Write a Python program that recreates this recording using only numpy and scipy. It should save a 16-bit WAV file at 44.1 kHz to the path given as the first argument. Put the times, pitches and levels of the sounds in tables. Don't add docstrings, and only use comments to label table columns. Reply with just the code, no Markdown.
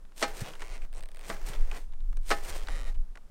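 import sys
import numpy as np
from scipy import signal
from scipy.fft import rfft, irfft
from scipy.io import wavfile
from scipy.ndimage import uniform_filter1d

SR = 44100
rng = np.random.default_rng(int(sys.argv[2]) if len(sys.argv) > 2 else 0)


def dump(signal):
    limited = np.clip(np.atleast_2d(signal).T, -1, 1)
    pcm = np.round(limited * 32767).astype(np.int16)
    wavfile.write(sys.argv[1], SR, pcm)


N = 145530
TIME = np.arange(N) / SR
RING_TIME = TIME[:SR // 4]

# t/s, level/dB
GUSTS = [(0.0, -40.5), (0.11, -46.5), (0.34, -36), (0.47, -43), (0.55, -37.5), (0.85, -30), (1.28, -40),
         (1.45, -29), (1.51, -35), (1.62, -18.5), (1.79, -34.5), (1.98, -30), (2.09, -24), (2.47, -32),
         (2.96, -26.5), (2.99, -22.5), (3.19, -47.5), (3.3, -36)]
# t/s, level/dB, ring f/Hz
SHELL_SNAPS = [(0.051, -54, 1360), (0.12, -54.5, 1320), (0.536, -41.5, 3100), (0.553, -41, 3000),
               (0.6197, -31.5, 1700), (0.625, -41, 1470), (0.85, -50.5, 2900), (1.3003, -30.5, 1080),
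               (1.366, -42, 1530), (1.535, -37.5, 3250), (1.7141, -32.5, 2530), (1.924, -57, 3760),
               (1.935, -52, 1090), (2.005, -56, 3780), (2.128, -47.5, 1200), (2.1712, -49.5, 6230),
               (2.672, -37.5, 3950), (2.685, -30, 1580), (3.155, -42.5, 1640), (3.173, -44, 1510)]
# peak t/s, level/dB, 20 dB rise/s, 20 dB fall/s
GRASS_SWISHES = [(0.178, -48, 0.021, .05), (0.212, -41, .035, 0.076), (0.378, -46, 0.05, .04),
                 (0.416, -41.5, 0.023, 0.013), (0.48, -56.5, 0.04, 0.14), (1.295, -47, 0.059, 0.062),
                 (1.468, -44, .012, .04), (1.488, -43, .02, 0.036), (1.771, -54, 0.1, 0.088),
                 (2.307, -39.5, 0.055, .08), (2.448, -49, 0.028, 0.058), (2.505, -43, 0.076, 0.019),
                 (2.561, -45.5, .02, 0.054)]
# t/s, level/dB, treble cutoff f/Hz, ring level/dB
PLATE_HITS = [(0.217, -25, 1170, -8), (0.2258, -17.5, 11000, -0.5), (1.2995, -26.5, 1580, -3),
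              (2.3045, -21, 2380, -2), (2.3112, -21.5, 9000, -12), (2.3146, -21, 3180, 3)]
# f/Hz, level/dB, 60 dB fade/s
PLATE_NOTES = [(452, -12, 0.092), (584, -12.5, 0.075), (672.5, -12.5, 0.17), (814, -9.5, 0.2),
               (1140, -4, 0.05), (1275, -10, 0.13), (1545, -15.5, 0.18), (1773, -15.5, 0.17),
               (1963, -14, 0.1), (2110, -19, 0.2), (2420, -21.5, 0.13), (3522, -28.5, 0.11),
               (4230, -29, 0.085), (4255, -17, 0.13)]
# t/s, level/dB
STEP_CRUNCHES = [
    [(0.25, -70), (0.28, -43), (0.33, -51), (0.41, -45.5), (0.46, -47.5), (0.52, -53), (0.58, -57),
     (0.66, -56), (0.78, -62.5), (0.85, -56), (0.88, -80)],
    [(0.93, -77), (0.97, -56), (1.08, -73.5), (1.2, -61.5), (1.33, -44), (1.39, -54), (1.45, -51.5),
     (1.48, -46), (1.54, -47.5), (1.59, -54), (1.69, -55), (1.77, -51), (1.85, -69)],
    [(2.33, -74), (2.37, -45.5), (2.42, -50.5), (2.5, -44), (2.53, -48), (2.56, -44.5), (2.61, -52.5),
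     (2.66, -53), (2.78, -64.5), (2.89, -58.5), (2.93, -60)],
]
# t/s, level/dB, f/Hz, width/s
GROUND_THUDS = [(0.4235, -27, 115, 0.0044), (0.428, -42, 206, 0.0091), (1.301, -36.5, 202, 0.0033),
                (1.321, -48.5, 184, 0.027), (1.501, -34, 102, 0.0023), (2.514, -45.5, 70, 0.018)]
# (t/s, slip rate/Hz, level/dB)
SHELL_CREAKS = [ (3120, 0.13, -14, -10.5, [(0.436, 114, -38), (0.47, 138, -35.5), (0.49, 190, -39.5),
                (0.514, 88, -39.5)]), (2240, .05, 4.5, 2, [(0.596, 106, -42.5), (0.64, 129, -44.5),
                (0.69, 99, -44), (0.748, 254, -44), (0.772, 106, -44.5), (0.795, 48, -54)]),
                (2430, 0.07, -18, -4.5, [(0.819, 160, -44), (0.844, 200, -53)]),
                (8400, 0.14, -18, -4.5, [(0.946, 118, -45), (0.968, 166, -42.5), (0.996, 128, -43.5)]),
                (2070, .15, -5, 2.5, [(1.221, 120, -46), (1.255, 130, -40.5)]),
                (3270, 0.13, 7, -8, [(1.513, 167, -60), (1.545, 114, -38.5), (1.568, 70, -46)]),
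                (1860, 0.14, -0.5, -22, [(1.685, 112, -62), (1.722, 134, -41.5), (1.77, 295, -39.5),
                (1.795, 380, -61)]), (3020, 0.1, 13.5, 4, [(2.526, 137, -41.5), (2.55, 140, -48),
                (2.59, 106, -48.5), (2.636, 105, -45.5)]), (1820, 0.037, 7, 2.5, [(2.695, 134, -41),
                (2.722, 198, -41.5), (2.78, 148, -41), (2.812, 125, -40.5), (2.835, 82, -43.5),
                (2.86, 138, -46), (2.878, 305, -46), (2.9, 416, -48.5), (2.915, 400, -68)]),
                (2910, 0.17, -1, -8, [(2.944, 296, -53), (2.962, 510, -58)])]
# t/s, level/dB
BOOT_TICKS = [(0.9282, -49), (0.937, -49), (1.0065, -45.5), (1.026, -46), (1.0348, -43), (1.0568, -47),
              (1.088, -47.5), (1.116, -48.5), (1.146, -48), (1.16, -50), (1.17, -44.5), (1.184, -56),
              (1.1922, -44.5), (1.204, -52), (1.211, -45.5), (2.1697, -44)]

# f/Hz, level/dB
WIND_TONE = [(6, -18.5), (14, 3.5), (24, -4), (38, -20.5), (52, -24.5), (75, -40.5), (120, -60),
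             (250, -55.5), (600, -85)]
AIR_TONE = [(30, 5.5), (80, 0.5), (170, 6), (400, -2.5), (1200, -6.5), (2500, -16), (6000, -18.5),
            (10000, -20.5), (16000, -29)]
SNAP_TONE = [(150, -14), (500, -3.5), (1500, 4), (3000, -3), (5000, -11), (9000, -15), (11000, -28),
             (16000, -44)]
SWISH_TONE = [(200, -1), (500, 2.5), (1200, -1.5), (2200, 0.5), (4200, 1), (7000, -1), (9200, 3.5),
              (10800, -12.5), (13000, -3), (16000, -16)]
CLACK_TONE = [(120, -28), (270, -7), (500, -5), (1300, -5.5), (2200, -8), (3200, -13), (5000, -13),
              (9000, -20.5), (11000, -36.5), (16000, -36)]
CRUNCH_TONE = [(100, -1.5), (220, -7), (420, 3.5), (750, -0.5), (1300, -4.5), (2000, -4), (3500, -13.5),
               (6000, -13.5), (9000, -17), (11000, -21.5), (16000, -22.5)]
SLIP_TONE = [(150, -3.5), (330, -8), (520, 1.5), (900, -1), (1300, -1), (2200, -3), (4500, -8.5),
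             (7000, -7), (9400, -5.5), (10500, -18.5), (16000, -19)]
TICK_TONE = [(200, -23), (500, 12), (950, 1.5), (1500, -2), (2000, 11.5), (2600, 0.5), (4000, 3.5),
             (5000, -7.5), (6300, -4), (7200, -19), (8500, 6.5), (9700, -4), (11000, -10), (15000, -6)]

# f/Hz, 60 dB fade/s
SNAP_FADE = [(300, 0.093), (1500, 0.018), (4000, 0.016), (10000, 0.023)]
CLACK_FADE = [(200, 0.13), (1000, 0.085), (3000, 0.1), (9000, 0.091)]
SLIP_FADE = [(400, 0.077), (1500, 0.0093), (4000, .014), (10000, 0.0064)]
TICK_FADE = [(400, 0.021), (2000, 0.012), (4000, 0.012), (10000, 0.0051)]

BAND_EDGES = np.concatenate([100 * 2 ** (np.arange(16) / 3), np.arange(4000, 17000, 1000)])


def from_db(db):
    return 10 ** (np.asarray(db) / 20)


def unit_power(x):
    return x / np.sqrt(np.mean(x ** 2) + 1e-20)


def at_hz(table, hz):
    freqs, values = np.transpose(table)
    return np.interp(np.log(np.maximum(hz, 1)), np.log(freqs), values)


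def with_tone(x, tone):
    gains = from_db(at_hz(tone, np.arange(N // 2 + 1) * SR / N))
    return unit_power(irfft(rfft(x) * gains, N))


def soften(x, hz, order=1):
    return signal.sosfilt(signal.butter(order, hz, fs=SR, output="sos"), x)


def add(out, t, x):
    i = int(np.clip(t * SR, 0, N - 1))
    out[i:i + len(x)] += x[:N - i]


def note(hz, fade_s):
    return np.sin(2 * np.pi * hz * RING_TIME) * from_db(-60 * RING_TIME / fade_s)


def burst(tone, fades):
    out, power = 0, 0
    for low, high in zip(BAND_EDGES, BAND_EDGES[1:]):
        hz = np.sqrt(low * high)
        fade = from_db(-60 * RING_TIME / at_hz(fades, hz))
        band_pass = signal.butter(2, [low, high], "band", fs=SR, output="sos")
        band = signal.sosfilt(band_pass, rng.standard_normal(len(fade)) * fade + 1e-18)
        gain = from_db(at_hz(tone, hz)) * np.sqrt(high - low)
        out += gain * unit_power(band) * np.sqrt(np.mean(fade ** 2))
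        power += gain ** 2
    return out / np.sqrt(power)


def rustle(tone, grain_share, grains_per_s=5000, spread_db=5):
    grains = (rng.random(N) < grains_per_s / SR) * rng.choice([-1, 1], N)
    grains = unit_power(grains * from_db(spread_db * np.minimum(rng.exponential(1, N), 5)))
    hiss = rng.standard_normal(N)
    return with_tone(np.sqrt(grain_share) * grains + np.sqrt(1 - grain_share) * hiss, tone)


def wind():
    rumble = with_tone(rng.standard_normal(N), WIND_TONE)
    rumble /= np.sqrt(uniform_filter1d(rumble ** 2, size=6000) + 1e-6)
    gust_db = np.interp(TIME, *np.transpose(GUSTS))
    air = with_tone(rng.standard_normal(N), AIR_TONE)
    return from_db(gust_db + 0.5) * rumble + from_db(-65) * air


def snaps():
    out = np.zeros(N)
    for t, db, hz in SHELL_SNAPS:
        click = from_db(-2.5) * burst(SNAP_TONE, SNAP_FADE)
        ring = from_db(3) * note(hz, fade_s=0.0067)
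        add(out, t, from_db(db) * (click + ring))
    return out


def swishes(swell=1.17):
    power = np.zeros(N)
    for t, db, rise, fall in GRASS_SWISHES:
        before = (np.maximum(t - TIME, 0) / rise) ** swell
        after = (TIME - t) / fall
        power += from_db(db - 20 * np.maximum(before, after)) ** 2
    return np.sqrt(power) * rustle(SWISH_TONE, grain_share=0.68)


def clacks(crack_fade_s=0.0074):
    out = np.zeros(N)
    for t, db, cutoff_hz, ring_db in PLATE_HITS:
        ring = sum(from_db(level + rng.normal(0, 0.5)) * rng.choice([-1, 1]) * note(hz, fade_s)
                   for hz, level, fade_s in PLATE_NOTES)
        ring *= from_db(ring_db - 0.5)
        crack = from_db(2.5) * burst(CLACK_TONE, [(cutoff_hz, crack_fade_s)])
        rattle = from_db(-4) * burst(CLACK_TONE, CLACK_FADE)
        add(out, t, from_db(db) * soften(crack + ring + rattle, cutoff_hz))
    return out


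def crunches():
    load = sum(from_db(np.interp(TIME, *np.transpose(step), left=-np.inf, right=-np.inf))
               for step in STEP_CRUNCHES)
    return load * rustle(CRUNCH_TONE, grain_share=0.48)


def thuds():
    out = np.zeros(N)
    for t, db, hz, width in GROUND_THUDS:
        pulse = np.exp(-0.5 * ((TIME - t) / width) ** 2)
        out -= from_db(db) * np.cos(2 * np.pi * hz * (TIME - t)) * pulse
    return out


def creaks(alike=0.65, treble_hz=4000, scatter_db=0.94):
    out = np.zeros(N)
    click = soften(signal.unit_impulse(len(RING_TIME)) + 1e-18, hz=4000, order=2)
    variants = [burst(SLIP_TONE, SLIP_FADE) for _ in range(16)]
    for hz, uneven, click_db, treble_db, course in SHELL_CREAKS:
        shared = burst(SLIP_TONE, SLIP_FADE)
        times, rates, levels = np.transpose(course)
        slip_count = np.cumsum(np.interp(TIME, times, rates, left=0, right=0)) / SR
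        slip_times = TIME[1:][np.diff(np.ceil(slip_count)) > 0]
        for t in slip_times:
            variant = variants[rng.integers(len(variants))]
            body = from_db(-4) * (np.sqrt(alike) * shared + np.sqrt(1 - alike) * variant)
            body += from_db(6.5) * signal.lfilter(*signal.iirpeak(hz, Q=4.4, fs=SR), body)
            db = np.interp(t, times, levels)
            low = soften(body, treble_hz)
            treble = from_db(treble_db + 0.36 * (db - levels.max())) * (body - low)
            slip = low + treble + from_db(click_db + 12) * click
            delay = rng.normal(0, uneven) / np.interp(t, times, rates)
            add(out, t + delay, from_db(db + rng.normal(0, scatter_db)) * slip)
    return out


def ticks():
    out = np.zeros(N)
    for t, db in BOOT_TICKS:
        add(out, t, from_db(db + 2.5) * burst(TICK_TONE, TICK_FADE))
    return out


def scene():
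    return (wind() + snaps() + swishes() + clacks() + crunches() + thuds() + creaks() + ticks())[None]


def record(dry, cutoff_hz=15900):
    return signal.sosfilt(signal.ellip(10, 0.2, 70, cutoff_hz, fs=SR, output="sos"), dry)


dry = scene()
out = record(dry)
dump(out)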